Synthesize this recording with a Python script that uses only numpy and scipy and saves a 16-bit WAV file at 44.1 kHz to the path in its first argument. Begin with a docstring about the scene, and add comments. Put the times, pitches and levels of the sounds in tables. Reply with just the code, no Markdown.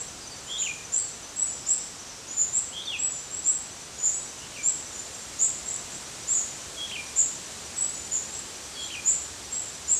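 """Summer garden under a tree

Small birds trade three high chirps: a rising buzz, an arched buzz and a thin clear seep, each a gliding
whistle with a fast warble. A lower bird repeats a burry note and a stepped fall. Faint crickets tick in
paired wing strokes; far off are slurred whistles, a hoarse rasp, an insect chorus and a hum, in a steady
hush. Trunks and leaves scatter the whistles and ticks on their way to a single microphone."""
import sys
import numpy as np
from scipy import signal
from scipy.fft import rfft, irfft, next_fast_len
from scipy.io import wavfile

SR = 44100
rng = np.random.default_rng(int(sys.argv[2]) if len(sys.argv) > 2 else 0)


def bounce(signal):
    """Save signal as a 16-bit WAV file at the path given by the first command-line argument."""
    frames = np.transpose(np.atleast_2d(signal))
    limited = np.clip(frames, -1, 1)
    pcm = np.round(limited * 32767).astype(np.int16)
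    wavfile.write(sys.argv[1], SR, pcm)


N = 440559
TIME = np.arange(N) / SR


def from_db(db):
    return 10 ** (np.asarray(db) / 20)


def level(rows):
    """Gain over time from rows of (time_s, level_db)."""
    return from_db(np.interp(TIME, *np.transpose(rows)))


def add(out, start_s, sound):
    """Mix a sound in at a time."""
    at = int(round(start_s * SR))
    first, last = max(at, 0), min(at + len(sound), N)
    if last > first:
        out[first:last] += sound[first - at:last - at]


def drift(rate_hz, size):
    """A random wander with a spread of about 1."""
    knots = rng.standard_normal(2048)
    return np.interp(np.arange(size) / SR * rate_hz, np.arange(len(knots)), knots)


def noise(spectrum):
    """Steady noise of rms 1, coloured by rows of (frequency_hz, relative_db)."""
    hz, db = np.transpose(spectrum)
    size = next_fast_len(N)
    grid_hz = np.maximum(np.fft.rfftfreq(size, 1 / SR), 1)
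    gain = from_db(np.interp(np.log(grid_hz), np.log(hz), db))
    coloured = irfft(rfft(rng.standard_normal(size)) * gain)[:N]
    return coloured / np.sqrt(np.mean(coloured ** 2) + 1e-20)


def whistle(length_s, glide_hz, warble_depth, warble_hz, waver_hz, crest, fullness, overtone_db):
    """A near sine gliding through a few pitches; its warble grows from below to above the given depth."""
    size = max(int(length_s * SR), 64)
    progress = np.linspace(0, 1, size)
    curve = np.polyfit(np.linspace(0, 1, len(glide_hz)), glide_hz, len(glide_hz) - 1)
    warble_cycles = np.cumsum(warble_hz * (1 + 0.175 * drift(84.6, size))) / SR + rng.random()
    warble = warble_depth * (0.32 + 1.1 * progress) * np.sin(2 * np.pi * warble_cycles)
    pitch_hz = np.polyval(curve, progress) + warble + waver_hz * drift(247.7, size)
    phase = 2 * np.pi * np.cumsum(pitch_hz) / SR
    swell = np.interp(progress, [0, crest, 1], [0, .5, 1])
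    # long notes swell and fade, short ones sound at once
    loudness = np.abs(np.sin(np.pi * swell)) ** (fullness * length_s / 0.079)
    return np.sqrt(2) * loudness * (np.sin(phase) + from_db(overtone_db) * np.sin(2 * phase))


def voice(notes, **timbre):
    """Whistles of one timbre from rows of (start_s, length_s, glide_hz, level_db, warble_depth_hz)."""
    out = np.zeros(N)
    for start_s, length_s, glide_hz, db, warble_depth in notes:
        add(out, start_s, from_db(db) * whistle(length_s, glide_hz, warble_depth, **timbre))
    return out


# Colour of the air all round, early and late: frequency_hz, relative_db
HUSH_EARLY_SPECTRUM = [(15, -38), (25, -10), (48, 0), (69, 0), (121, 1.5), (196, -0.5), (637, -2),
                       (811, -3), (927, -4), (1090, -3.5), (2070, -7), (5140, -6), (5880, -5),
                       (12400, -24.5), (13800, -53), (15000, -51)]
HUSH_LATE_SPECTRUM = [(15, -44), (25, -20), (64, -1), (181, -4.5), (380, -4), (600, -6), (900, -6.5),
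                      (1900, -9.5), (5000, -7), (6300, -9), (8300, -12), (12800, -26), (13800, -46),
                      (15000, -53)]
# Its level under the tree: time_s, level_db
HUSH_LEVELS = [(0, -43.5), (2, -44), (4, -43.5), (6, -41.5), (8, -41.5), (10, -42)]

def hush():
    """Outdoor hush that slowly brightens."""
    late = TIME / TIME[-1]
    air = np.sqrt(1 - late) * noise(HUSH_EARLY_SPECTRUM) + np.sqrt(late) * noise(HUSH_LATE_SPECTRUM)
    return level(HUSH_LEVELS) * air


def distant_hum(pitch_hz=72):
    """A low, unsteady tone that recedes, then swells towards the end."""
    phase = 2 * np.pi * np.cumsum(pitch_hz + 2.5 * drift(3.8, N)) / SR
    gain = level([(0, -64), (5, -70), (8, -68), (10, -57.5)])
    return gain * np.sqrt(2) * np.sin(phase)


# Colour of the insects far off: frequency_hz, relative_db
CHORUS_SPECTRUM = [(4500, -39), (5600, -6.5), (6500, -3.5), (7500, -1), (8300, -5.5), (9200, -11),
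                   (11000, -27)]
# Their level under the tree: time_s, level_db
CHORUS_LEVELS = [(0, -46.5), (3, -49), (5, -44.5), (7.5, -44), (10, -46)]

def insect_chorus():
    """Far insects blur into one high band of noise."""
    return level(CHORUS_LEVELS) * noise(CHORUS_SPECTRUM)


# Rising buzzes in the garden: start_s, middle_pitch_hz, level_db, warble_depth_hz
RISING_BUZZES = [(-.05, 7460, -32.5, 250), (.918, 7540, -21.5, 269), (1.663, 7580, -21, 275),
                 (2.52, 7540, -22.5, 280), (3.441, 7600, -20.5, 209), (4.627, 7480, -21.3, 160),
                 (5.387, 7290, -19.5, 430), (5.90, 7550, -40.5, 200), (6.271, 7490, -23.5, 200),
                 (9.046, 7330, -19, 347), (9.875, 7470, -20, 250)]
BUZZ_TIMBRE = dict(warble_hz=177.8, waver_hz=70.4, crest=0.57, fullness=0.67, overtone_db=-38)

def rising_buzzes(length_s=.08, bend_hz=(-600, 0, 279)):
    """A small bird's climbing whistle, warbled so fast and deep that it buzzes."""
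    calls = [(s, length_s, np.add(hz, bend_hz), db, depth) for s, hz, db, depth in RISING_BUZZES]
    return voice(calls, **BUZZ_TIMBRE)


# Cricket bouts, faint at the microphone: start_s, end_s, period_s, pitch_hz, first_db, last_db
CRICKET_BOUTS = [(-.012, 5.0, .2872, 6010, -44, -46), (.39, 3.7, .301, 6000, -50, -50),
                 (2.775, 5.2, .297, 5820, -48.5, -47), (5.40, 7.2, .278, 5870, -46, -45.5),
                 (7.36, 10, .299, 5870, -45.5, -44)]

def crickets(pip_s=.026, pair_gap_s=.101, sag_hz=40, boost_db=2.4, spread_db=0.9):
    """Two short wing strokes each period, each a nearly pure pip that sags a little in pitch."""
    pips = []
    for start, end, period, hz, first_db, last_db in CRICKET_BOUTS:
        for s in np.arange(start, end, period):
            pair_db = boost_db + np.interp(s, (start, end), (first_db, last_db))
            for centre_s in (s, s + pair_gap_s):
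                pip_db = pair_db + spread_db * rng.standard_normal()
                pips.append((centre_s - pip_s / 2, pip_s, (hz + sag_hz, hz - sag_hz), pip_db, 0))
    return voice(pips, warble_hz=0, waver_hz=60, crest=.5, fullness=2, overtone_db=-60)


# Slurs of birds far off: start_s, length_s, middle_pitch_hz, level_db
FAR_SLURS = [(.21, .053, 4860, -47), (.31, .04, 4670, -44.5), (0.988, .12, 4530, -49.5),
             (8.736, .14, 4350, -45.5)]

def far_birds(sag_hz_per_s=4300, warble_depth_hz=95):
    """Faint whistles that all sink at the same rate."""
    slurs = []
    for s, length_s, hz, db in FAR_SLURS:
        fall_hz = sag_hz_per_s * length_s
        slurs.append((s, length_s, (hz + fall_hz / 2, hz - fall_hz / 2), db, warble_depth_hz))
    return voice(slurs, warble_hz=89.0, waver_hz=70, crest=0.21, fullness=0.055, overtone_db=-50)


# Thin seeps in the garden: start_s, middle_pitch_hz, level_db, rise_hz
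SEEP_CALLS = [(.455, 7240, -38, 603), (1.358, 7786, -23.5, 260), (1.455, 7200, -34.5, 745),
              (2.275, 7050, -35, 745), (2.985, 7750, -24, 350), (3.10, 7230, -34, 350),
              (3.30, 7630, -31.5, 655), (3.965, 6970, -33.5, 300), (4.10, 7850, -32, 400),
              (4.92, 7100, -36, 304), (5.12, 7430, -39.5, 200), (5.648, 7630, -29.5, 380),
              (5.67, 7100, -37, 150), (7.762, 7815, -22.5, 118), (7.938, 7050, -37.5, 220),
              (8.295, 7560, -32.5, 376), (8.785, 7270, -37, 332), (9.505, 7640, -28.5, 340),
              (9.60, 7260, -39, 280)]

def seeps(length_s=.102, arch_hz=30, warble_depth_hz=55):
    """A small bird's almost pure notes, climbing on a slight arch."""
    calls = []
    for s, hz, db, rise in SEEP_CALLS:
        glide_hz = (hz - rise / 2 - arch_hz, hz, hz + rise / 2 - arch_hz)
        calls.append((s, length_s, glide_hz, db, warble_depth_hz))
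    return voice(calls, warble_hz=182, waver_hz=54.6, crest=0.49, fullness=0.48, overtone_db=-42)


# The lower bird's song, heard from under the tree:
# start_s, burr_pitch_hz, burr_rise_hz, opening_db, hook_db, ending_name, ending_transpose_hz, closing_db
SONG_PHRASES = [(0.471, 3380, 498, -32, -34, "flick", 33, -30.5),
                (2.714, 3334, 650, -34.5, -41, "slide", 0, -30.5),
                (4.371, 2920, 504, -47.5, -55, "flick", -50, -36.5),
                (6.762, 3306, 0, -31, -50, "flick", 1, -33), (8.751, 3306, 2, -34, -45, "flick", 35, -35)]
# The burr climbs and levels off: pitch_offset_in_rises at four evenly spaced points
BURR_CONTOUR = (-1, -.16, 0, 0.012)
# Notes of the "flick" and "slide" endings: after_start_s, length_s, glide_hz, relative_db
SONG_ENDINGS = {"flick": [(.131, .01, (4100, 3550, 2700), -10), (.151, 0.012, (2180, 2800, 3200), -4.5),
                (.161, 0.0312, (3150, 3090, 2910), -5), (.189, .019, (3000, 2610, 2240), 0),
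                (.214, .036, (2450, 2400, 2320), -.5)], "slide": [(.139, .016, (4480, 4500, 4300), -7),
                (.156, .048, (3720, 3390, 3240), 4.5), (.206, .048, (3030, 2660, 2410), 0)]}

def lower_bird(burr_s=.104, hook_after_s=.095, hook_s=.0202, hook_glide_hz=(3350, 3610, 3950)):
    """A burry note that swells and hooks upwards, a short rest, then one of two falling endings."""
    burrs, clear_notes = [], []
    clear_depth_hz = 17
    closing_span_s = (.17, .2)   # here the phrase passes from its opening to its closing level
    for s, hz, rise, opening_db, hook_db, ending, transpose_hz, closing_db in SONG_PHRASES:
        burr_depth_hz = 55 + 0.15 * rise   # the more it climbs, the rougher it is
        burrs.append((s, burr_s, hz + rise * np.array(BURR_CONTOUR), opening_db, burr_depth_hz))
        clear_notes.append((s + hook_after_s, hook_s, hook_glide_hz, hook_db, clear_depth_hz))
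        for after_s, length_s, glide_hz, db in SONG_ENDINGS[ending]:
            note_db = db + np.interp(after_s, closing_span_s, (opening_db, closing_db))
            pitches_hz = np.add(glide_hz, transpose_hz)
            clear_notes.append((s + after_s, length_s, pitches_hz, note_db, clear_depth_hz))
    burry = voice(burrs, warble_hz=125.2, waver_hz=40.5, crest=0.82, fullness=0.67, overtone_db=-40)
    clear = voice(clear_notes, warble_hz=125, waver_hz=16, crest=0.44, fullness=0.46, overtone_db=-35)
    return burry + clear


# Arched buzzes in the garden: start_s, middle_pitch_hz, level_db, warble_depth_hz
ARCHED_BUZZES = [(0.577, 7080, -25.5, 260), (2.365, 7130, -21, 240), (4.025, 7100, -20.5, 270),
                 (6.332, 7020, -23, 268), (7.158, 7320, -18.5, 386), (8.109, 7110, -24, 260),
                 (9.945, 6700, -30, 150)]

def arched_buzzes(length_s=.07, bend_hz=(-200, 0, -300)):
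    """A small bird's buzzing whistle that lifts and drops again."""
    calls = [(s, length_s, np.add(hz, bend_hz), db, depth) for s, hz, db, depth in ARCHED_BUZZES]
    return voice(calls, **BUZZ_TIMBRE)


# Colour of a hoarse call far off: frequency_hz, relative_db
RASP_SPECTRUM = [(4000, -40), (4900, -7), (5400, -2), (5800, -1), (6200, -11), (7000, -40)]
# Its level under the tree: time_s, level_db
RASP_LEVELS = [(1.4, -65), (1.62, -48), (1.83, -46.5), (1.96, -55), (2.1, -49), (2.3, -55), (2.5, -70)]

def far_rasp():
    """A narrow band of noise that swells twice."""
    return level(RASP_LEVELS) * noise(RASP_SPECTRUM)


def garden(sound, near_db, near_t60_s, far_db, far_t60_s, leaf_scatter_hz=2660):
    """Direct sound, a quick spray of echoes off nearby branches, and a thin tail from trees beyond."""
    t = np.arange(int(.8 * SR)) / SR
    response = np.zeros(len(t))
    for db, t60_s, echoes_per_s in ((near_db, near_t60_s, 900), (far_db, far_t60_s, 3000)):
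        echoes = rng.standard_normal(len(t)) * (rng.random(len(t)) < echoes_per_s / SR) * (t > .001)
        echoes *= np.exp(-np.log(1000) * t / t60_s)
        response += from_db(db) * echoes / np.sqrt(np.sum(echoes ** 2) + 1e-20)
    # leaves throw back short waves and let longer ones pass
    response = signal.sosfilt(signal.butter(2, leaf_scatter_hz, "high", fs=SR, output="sos"), response)
    response[0] = 1   # the straight path to the microphone
    return signal.fftconvolve(sound, response / np.sqrt(np.sum(response ** 2)))[:N]


def scene():
    """Birds and crickets at their own distances; one microphone under the tree feeds both channels."""
    buzzes = rising_buzzes() + arched_buzzes()
    mix = garden(buzzes, near_db=0.3, near_t60_s=0.22, far_db=0.1, far_t60_s=0.53)
    mix += garden(seeps(), near_db=1.0, near_t60_s=0.24, far_db=-1.0, far_t60_s=0.66)
    mix += garden(lower_bird(), near_db=-4.5, near_t60_s=0.14, far_db=-4.0, far_t60_s=0.57)
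    mix += garden(far_birds(), near_db=-15, near_t60_s=.2, far_db=-7, far_t60_s=0.69)
    mix += garden(crickets(), near_db=-7.5, near_t60_s=0.17, far_db=-1.5, far_t60_s=0.46)
    mix += far_rasp() + hush() + distant_hum() + insect_chorus()
    return np.tile(mix, (2, 1))


def record(dry):
    """The microphone's signal, with the highest treble cut steeply."""
    cutoff_hz = 14300
    return signal.sosfilt(signal.ellip(10, .1, 90, cutoff_hz, fs=SR, output="sos"), dry)


dry = scene()
out = record(dry)
bounce(out)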